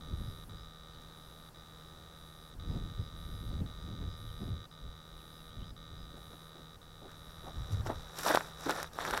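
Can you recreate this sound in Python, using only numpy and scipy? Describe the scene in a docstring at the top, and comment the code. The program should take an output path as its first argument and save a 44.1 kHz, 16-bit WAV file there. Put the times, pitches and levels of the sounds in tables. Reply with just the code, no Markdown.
"""An open hillside, one camera microphone lying in dry grass. From the start gusts rumble over its port,
while the camera's own circuit buzzes and, once a second, hisses. Far off, a bird chirps in phrases and
another whistles faintly, until about 6 s. Then a runner comes up the slope of the field: heel and sole
thud on packed soil and legs swish through the straw. From about 8 s the steps are close by the
microphone, crunching earth and snapping stalks."""
import sys
import numpy as np
from scipy import signal
from scipy.fft import rfft, irfft, next_fast_len
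from scipy.io import wavfile
from scipy.ndimage import uniform_filter1d

SR = 44100
rng = np.random.default_rng(int(sys.argv[2]) if len(sys.argv) > 2 else 0)


def generate_wav(signal):
    """Clip the signal to [-1, 1] and save it as 16-bit WAV at the path in sys.argv[1]."""
    frames = np.transpose(np.atleast_2d(signal))
    scaled = np.clip(frames, -1, 1) * 32767
    pcm = np.round(scaled).astype(np.int16)
    wavfile.write(sys.argv[1], SR, pcm)


N = 405719
TIME = np.arange(N) / SR
HEEL_LEAD_S = 0.032  # the heel lands this long before the sole

# Running steps nearing the microphone: sole lands t/s, thud/dB, earth/dB, stalks/dB, blades/dB
FOOTFALLS = [(6.175, -52.5, -61, -71, -71), (6.338, -56, -60, -64, -72), (6.592, -52, -60, -78, -74),
             (7.055, -49.5, -58, -74, -85), (7.478, -52.5, -46, -69, -78), (7.903, -40.5, -37, -48, -73),
             (8.306, -37, -26.5, -33.5, -54), (8.7, -33, -36, -34.5, -48),
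             (9.141, -57, -36.5, -36.5, -49.5)]
# Spectrum of dry grass blades crackling: f/Hz, level/dB
BLADE_SPECTRUM = [(1000, 1), (2600, 0.5), (3700, -2), (4300, 1), (5200, 4.5), (5700, 9.5), (6250, 0),
                  (7500, 2.5), (8400, -2.5), (9600, 2.5), (10550, -4), (12000, 3), (13300, -9),
                  (15500, -10)]


def undb(db):
    """Decibels to gain."""
    return 10 ** (np.asarray(db) / 20)


def unit(x):
    """Scale to rms 1."""
    return x / np.sqrt(np.mean(x ** 2))


def noise():
    """White noise."""
    return rng.standard_normal(N)


def walk(rate):
    """Random levels held 1 / rate s and smoothed twice; rms 1."""
    hold = int(SR / rate)
    held = np.repeat(rng.standard_normal(N // hold + 1), hold)
    return unit(uniform_filter1d(uniform_filter1d(held, hold), hold)[:N])


def curve(points):
    """Gain along a curve of (t/s, level/dB) points."""
    return undb(np.interp(TIME, *np.transpose(points)))


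def swell(peak, rise, fall, shape=1.27):
    """Power of a push that builds and dies away: exponentially at shape 1, like a bell curve at 2."""
    near = slice(max(int((peak - 4 * rise) * SR), 0), int((peak + 8 * fall) * SR))
    dt, power = TIME[near] - peak, np.zeros(N)
    power[near] = np.exp(-np.where(dt < 0, (dt / rise) ** 2, np.abs(dt / fall) ** shape))
    return power


def ring(x, gain_at, size=8192):
    """Causal filter with the given gain against frequency, built from the cepstrum; output rms 1."""
    cepstrum = irfft(np.log(gain_at(np.fft.rfftfreq(size, 1 / SR))))
    cepstrum[1:size // 2] *= 2
    cepstrum[size // 2 + 1:] = 0
    impulse = irfft(np.exp(rfft(cepstrum)))
    return unit(signal.fftconvolve(x, impulse)[:N])


def colour(x, points):
    """Filter by a spectrum of (f/Hz, level/dB) points that rolls off above the last."""
    hz, db = np.transpose(points)
    return ring(x, lambda f: undb(np.interp(np.log(f + 1), np.log(hz), db)) / (1 + (f / hz[-1] / 2) ** 2))


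def resonate(x, peaks):
    """Filter by steep-sided resonances of (f/Hz, width/Hz, level/dB)."""
    def gain_at(f):
        return np.sqrt(sum(undb(db) ** 2 / (1 + ((f - hz) / width) ** 2) ** 4 for hz, width, db in peaks))
    return ring(x, gain_at)


def air(level_db=-58, sway_db=0.94):
    """Open air over the hillside and the microphone's own hiss, swaying slightly."""
    spectrum = [(25, -2), (100, -2.5), (250, -9.5), (500, -13), (1000, -16.5), (1500, -19), (2300, -30),
                (4000, -26.5), (5000, -28.5), (7000, -30.5), (10000, -29), (15000, -31)]  # steady background: f/Hz, level/dB
    return colour(noise(), spectrum) * undb(level_db + sway_db * walk(3.145))


def wind(buffet_db=-1, flutter_db=3.0, fall_share=0.69, deep_stretch=0.9, fall_shape=1.26):
    """Large eddies rumble and buffet the microphone port; small, brighter ones flutter in strong gusts."""
    breeze = [(0, -48.5), (.7, -57), (1.7, -69), (2.5, -59.5), (2.8, -49.5), (4.4, -48.5), (4.7, -61),
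              (5.4, -60), (6.0, -51.5), (6.5, -66.5), (6.9, -61), (7.5, -54.5), (8.4, -62), (9.2, -55)]  # wind between gusts: t/s, level/dB
    # Gusts on the port: peak t/s, half length/s, buffeting/dB, deep rumble/dB, small eddies/dB
    gusts = [(0.135, 0.019, -33.5, -42, -51.5), (0.219, 0.026, -38.5, -38.5, -45),
             (0.293, 0.016, -38.5, -47, -48), (.55, 0.027, -46, -48, -58), (2.6, 0.018, -43, -38, -66),
             (2.723, 0.042, -39.5, -38, -44.5), (2.804, 0.11, -40.5, -45, -46.5),
             (3.01, 0.019, -34, -47, -50), (3.35, 0.093, -45.5, -45, -57), (3.514, 0.044, -40, -36.5, -45),
             (3.621, 0.039, -34.5, -46, -43.5), (3.93, 0.062, -41, -50, -46), (4.055, 0.037, -36, -44, -46),
             (4.28, 0.038, -47, -47.5, -62), (4.432, 0.024, -42, -45, -45),
             (4.525, 0.044, -35.5, -45, -46.5), (4.876, 0.042, -50, -42.5, -54),
             (5.155, 0.047, -62, -50, -70), (5.615, 0.046, -47.5, -42.5, -54),
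             (5.73, 0.036, -53, -50.5, -62), (5.974, 0.064, -51, -66, -60.5),
             (7.608, 0.035, -40.5, -36, -51), (7.787, 0.067, -32.5, -46, -51),
             (7.927, 0.072, -43, -42.5, -66), (9.16, .04, -49.5, -47.5, -61)]
    # Spectra of the eddies, largest to smallest: f/Hz, level/dB
    rumble_spectrum = [(12, -11.5), (33, -1), (55, -0.5), (80, -7), (140, -32.5), (500, -67)]
    buffet_spectrum = [(35, -18.5), (70, -1.5), (102, 3.5), (145, -7.5), (220, -23), (450, -30.5),
                       (1500, -64.5)]
    flutter_spectrum = [(80, -7.5), (180, 2.5), (280, -5.5), (450, -15.5), (800, -24.5), (2500, -39.5)]
    deep, buffet, small = (undb([0, -5, -12])[:, None] * curve(breeze)) ** 2
    for s, half, gust_db, deep_db, small_db in gusts:
        puff = swell(s, half, half * fall_share, fall_shape)
        buffet += undb(gust_db) ** 2 * puff
        small += undb(small_db) ** 2 * puff
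        deep_half = half * deep_stretch
        deep += undb(deep_db) ** 2 * swell(s, deep_half, deep_half * fall_share, fall_shape)
    return (colour(noise(), rumble_spectrum) * np.sqrt(deep)
            + colour(noise(), buffet_spectrum) * np.sqrt(buffet) * undb(buffet_db)
            + colour(noise(), flutter_spectrum) * np.sqrt(small) * undb(flutter_db * walk(30)))


def circuit_buzz(pulse_hz=79.658, pause_s=.055, scatter_db=0.7, restart_db=1):
    """Inside the camera, clock-steady current pulses ring the circuit, pausing about once a second."""
    runs = [(.0097, -53, -0.5), (0.4953, -54.5, -1.5), (1.5464, -56, 0.5), (2.598, -53, 0),
            (3.662, -52.5, 0), (4.7134, -55.5, 1), (5.7648, -54, -1.5), (6.8163, -58, 7), (7.869, -53, 1),
            (8.9331, -56, 3)]  # unbroken runs of pulses: start t/s, level/dB, drift/(dB/s)
    resonances = [(158.8, 45, -60), (509, 117, -70.5), (950, 230, -83), (1229, 102.6, -64),
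                  (1482, 139, -73.5), (1847, 85, -74), (2185, 177, -82.5), (2440, 104, -86),
                  (3090, 250, -81.5), (3485, 31, -68.5), (3567, 247, -72), (3852, 160, -64),
                  (4700, 58, -97), (4794, 174, -80), (5324, 100, -85), (5900, 370, -85), (6600, 490, -93.5)]  # rung by each pulse: f/Hz, width/Hz, level/dB
    pulses, taps = np.zeros(N + SR), np.arange(-8, 9)
    stops = [run[0] - pause_s for run in runs[1:]] + [N / SR]
    for (start, start_db, drift), stop in zip(runs, stops):
        age = np.arange(0, stop - start, 1 / pulse_hz)
        at = (start + age)[:, None] * SR
        index = at.astype(int) + taps  # a windowed sinc places each pulse between samples
        db = start_db + drift * age + scatter_db * rng.standard_normal(len(at))
        db[0] += restart_db
        pulses[index] += undb(db)[:, None] * np.sinc(index - at) * np.hanning(len(taps))
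    pulse_size = np.sqrt(np.sum(pulses ** 2) * SR / N / pulse_hz)
    return resonate(pulses, resonances) * pulse_size


def circuit_hiss(first_s=.168, every_s=1.0, length_s=0.333, level_db=-70, sway_db=-0.9):
    """A thin hiss from the camera's circuit, switched on and off by its clock."""
    peaks = [(8850, 550, -9), (9480, 450, -2.5), (10500, 350, -6), (11100, 300, -3), (11480, 350, -1.5),
             (12250, 380, -4.5), (14300, 1200, -11)]  # treble bands of the hiss: f/Hz, width/Hz, level/dB
    on = (TIME - first_s) % every_s < length_s
    return on * undb(level_db + sway_db * walk(1)) * resonate(noise(), peaks)


def chirping_bird(every_s=.31, half_s=0.064, top_hz=4980, arch_hz=270, trill_rate=75, trill_hz=130):
    """A far bird repeats a short arch of pitch with a fast trill, blurred by distance."""
    phrases = [(.29, 1.88), (2.41, 3.35), (3.83, 4.72), (5.37, 6.01)]  # runs of chirps: first t/s, last t/s
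    carry = [(.6, -64), (.95, -71), (2.4, -71), (2.7, -64), (3.85, -67), (4.1, -63), (4.75, -70),
             (5.7, -64.5)]  # how well the chirps carry to the microphone: t/s, level/dB
    out, waver_hz = np.zeros(N), 90 * walk(600)
    for first, last in phrases:
        for s in np.linspace(first, last, round((last - first) / every_s) + 1):
            near = slice(int((s - half_s) * SR), int((s + half_s) * SR))
            along = (TIME[near] - s) / half_s
            trill = trill_hz * np.sin(2 * np.pi * trill_rate * TIME[near])
            hz = top_hz - arch_hz * along ** 2 + trill + waver_hz[near]
            out[near] += np.cos(along * np.pi / 2) * np.sin(2 * np.pi * np.cumsum(hz) / SR)
    return out * curve(carry) * undb(-2)


def whistling_bird(waver=0.03):
    """A second far bird's gliding whistles, roughened on their way through the moving air."""
    whistles = [(0.818, 0.23, 3200, 3030, -76), (.93, .04, 4900, 3950, -68), (1.07, .07, 4200, 4260, -73),
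                (1.44, .06, 4700, 4600, -73), (3.46, 0.1, 4680, 4580, -71), (4.27, .05, 3450, 2900, -67),
                (5.185, 0.043, 3000, 2440, -72), (5.38, 0.043, 2950, 2650, -74),
                (5.489, 0.072, 3000, 3650, -67), (5.577, 0.044, 3500, 2650, -67),
                (5.615, 0.04, 2800, 3530, -63)]  # single notes: t/s, length/s, start f/Hz, end f/Hz, level/dB
    out, wobble = np.zeros(N), 1 + waver * walk(400)
    for s, length, start_hz, end_hz, db in whistles:
        i, n = int(s * SR), int(length * SR)
        hz = np.linspace(start_hz, end_hz, n) * wobble[i:i + n]
        out[i:i + n] += undb(db) * np.sqrt(2 * np.hanning(n)) * np.sin(2 * np.pi * np.cumsum(hz) / SR)
    return out


def stalk_snaps(cycles=0.45, splinter_s=0.0019, splinter_db=-6, size=1024):
    """A breaking stalk swings out and back for a cycle or two and sheds a spray of splinters."""
    snaps = [(1.018, -47, 8500, -4), (7.116, -47, 5000, 2), (7.863, -28, 690, -16), (7.9, -24, 740, -34),
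             (8.188, -30.5, 5530, 3.5), (8.234, -25, 9000, -2), (8.264, -18, 1000, -15),
             (8.3481, -9.5, 640, -14.5), (8.357, -20.5, 3180, -5), (8.3731, -8.5, 980, -27),
             (8.408, -21.5, 1230, -28), (8.608, -34, 4500, -2), (8.695, -16, 915, -12),
             (8.708, -22.5, 900, -1), (8.829, -28.5, 1470, 4.5), (8.844, -27, 1220, -22),
             (8.934, -41, 5500, 0), (8.988, -19, 1000, -21), (9.051, -22, 1500, -11),
             (9.109, -26.5, 1390, 0), (9.137, -15.5, 1070, -21), (9.176, -17, 1270, -9.5)]  # single stalks breaking: t/s, level/dB, ring f/Hz, relative spray/dB
    out, t, spray = np.zeros(N + size), TIME[:size], colour(noise(), BLADE_SPECTRUM)
    for s, db, hz, spray_db in snaps:
        i, age = min(int(s * SR), N - size), t * hz / cycles
        body = np.sin(2 * np.pi * hz * t) * age ** 2 * np.exp(2 - 2 * age)
        splinters = undb(spray_db + splinter_db) * spray[i:i + size] * np.exp(-t / splinter_s)
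        out[i:i + size] += undb(db) * (body + splinters)
    return out[:N]


def fractures(per_s, spread_db):
    """Tiny random fractures, per_s a second in each band, mostly weak and a few strong."""
    edges = [0, 700, 1300, 2600, 4500, 6700, 8500, 10800, 22050]  # limits of bands that crackle independently: f/Hz
    size = next_fast_len(N, True)
    hz, spectrum = np.fft.rfftfreq(size, 1 / SR), 0
    for low, high in zip(edges, edges[1:]):
        when, strength, side = rng.random((per_s * N // SR, 3)).T
        force = undb(spread_db * np.minimum(-np.log(1 - strength), 4.5)) * np.sign(side - .5)
        clicks = np.bincount((when * N).astype(int), force, size)
        spectrum = spectrum + rfft(clicks) * ((hz >= low) & (hz < high))
    return irfft(spectrum)[:N]


def step_crunch(rise_s=0.0091, fall_s=0.014, heel_db=-6.5, swish_earth_db=-3, swish_fall_share=0.73):
    """Heel, then sole, crush earth, break stalks and brush blades; the legs swish between steps."""
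    rustle = [(5.8, -79), (7.0, -78), (7.4, -69), (7.75, -64), (8.1, -64), (8.42, -54.5), (8.53, -66.5),
              (8.8, -51), (8.9, -69.5), (8.96, -59.5), (9.2, -60)]  # grass stirring as the runner nears: t/s, level/dB
    swishes = [(7.11, 0.028, -60, -70), (7.3, 0.033, -65, -72), (7.73, 0.012, -68, -56),
               (7.872, 0.011, -46.5, -53.5), (8.2, 0.025, -45, -46), (8.288, 0.031, -34.5, -38),
               (8.351, 0.024, -34, -45), (8.65, 0.036, -53.5, -53), (8.788, 0.03, -42, -53.5),
               (9.016, 0.016, -39.5, -50.5), (9.081, 0.037, -40, -49.5), (9.177, 0.013, -37.5, -50)]  # legs sweeping the straw: peak t/s, half length/s, stalks/dB, blades/dB
    # Spectra of crushed earth and breaking stalks: f/Hz, level/dB
    earth_spectrum = [(40, -50), (120, -14), (320, -5), (520, 0), (850, -1.5), (1300, -7.5), (2000, -22.5),
                      (4000, -33)]
    stalk_spectrum = [(400, -54), (900, -1.5), (1400, 5.5), (1800, 1), (2200, -10.5), (2900, -14.5),
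                      (3700, -3.5), (4400, -13), (9000, -55)]
    power = (undb([5, 2, 0])[:, None] * curve(rustle)) ** 2  # rows: earth, stalks, blades
    for s, _, *layer_dbs in FOOTFALLS:
        heel = undb(heel_db) ** 2 * swell(s - HEEL_LEAD_S, rise_s, fall_s / 2)
        sole = swell(s, rise_s, fall_s)
        power += undb(layer_dbs)[:, None] ** 2 * (heel + sole)
    for s, half, stalks_db, blades_db in swishes:
        sweep = swell(s, half, half * swish_fall_share)
        power += undb([stalks_db + swish_earth_db, stalks_db, blades_db])[:, None] ** 2 * sweep
    earth, stalks, blades = np.sqrt(power)
    return (earth * colour(fractures(per_s=2500, spread_db=4.0), earth_spectrum)
            + stalks * colour(fractures(per_s=1100, spread_db=4.0), stalk_spectrum)
            + blades * undb(1) * colour(fractures(per_s=4500, spread_db=5.5), BLADE_SPECTRUM))


def step_thuds(rise_s=0.0047, fall_s=.012, trim_db=-1):
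    """Packed soil gives a dull, short thud under the heel and another under the sole."""
    soil_spectrum = [(60, -16.5), (170, -7.5), (330, 2), (520, -4), (800, -10), (1500, -34)]  # struck soil: f/Hz, level/dB
    power = np.zeros(N)
    for s, db, *_ in FOOTFALLS:
        heel, sole = swell(s - HEEL_LEAD_S, rise_s, fall_s), swell(s, rise_s, fall_s)
        power += undb(db + trim_db) ** 2 * (heel + sole)
    return np.sqrt(power) * colour(noise(), soil_spectrum)


def scene():
    """Everything as it reaches the one microphone in the grass."""
    background = circuit_buzz() + circuit_hiss() + wind() + air()
    runner = step_thuds() + step_crunch() + stalk_snaps()
    far_birds = chirping_bird() + whistling_bird()
    return (background + runner + far_birds)[None]


def record(dry, top_hz=15800):
    """The camera cuts the top of the treble steeply."""
    return signal.sosfilt(signal.ellip(10, .2, 70, top_hz, fs=SR, output="sos"), dry)


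dry = scene()
out = record(dry)
generate_wav(out)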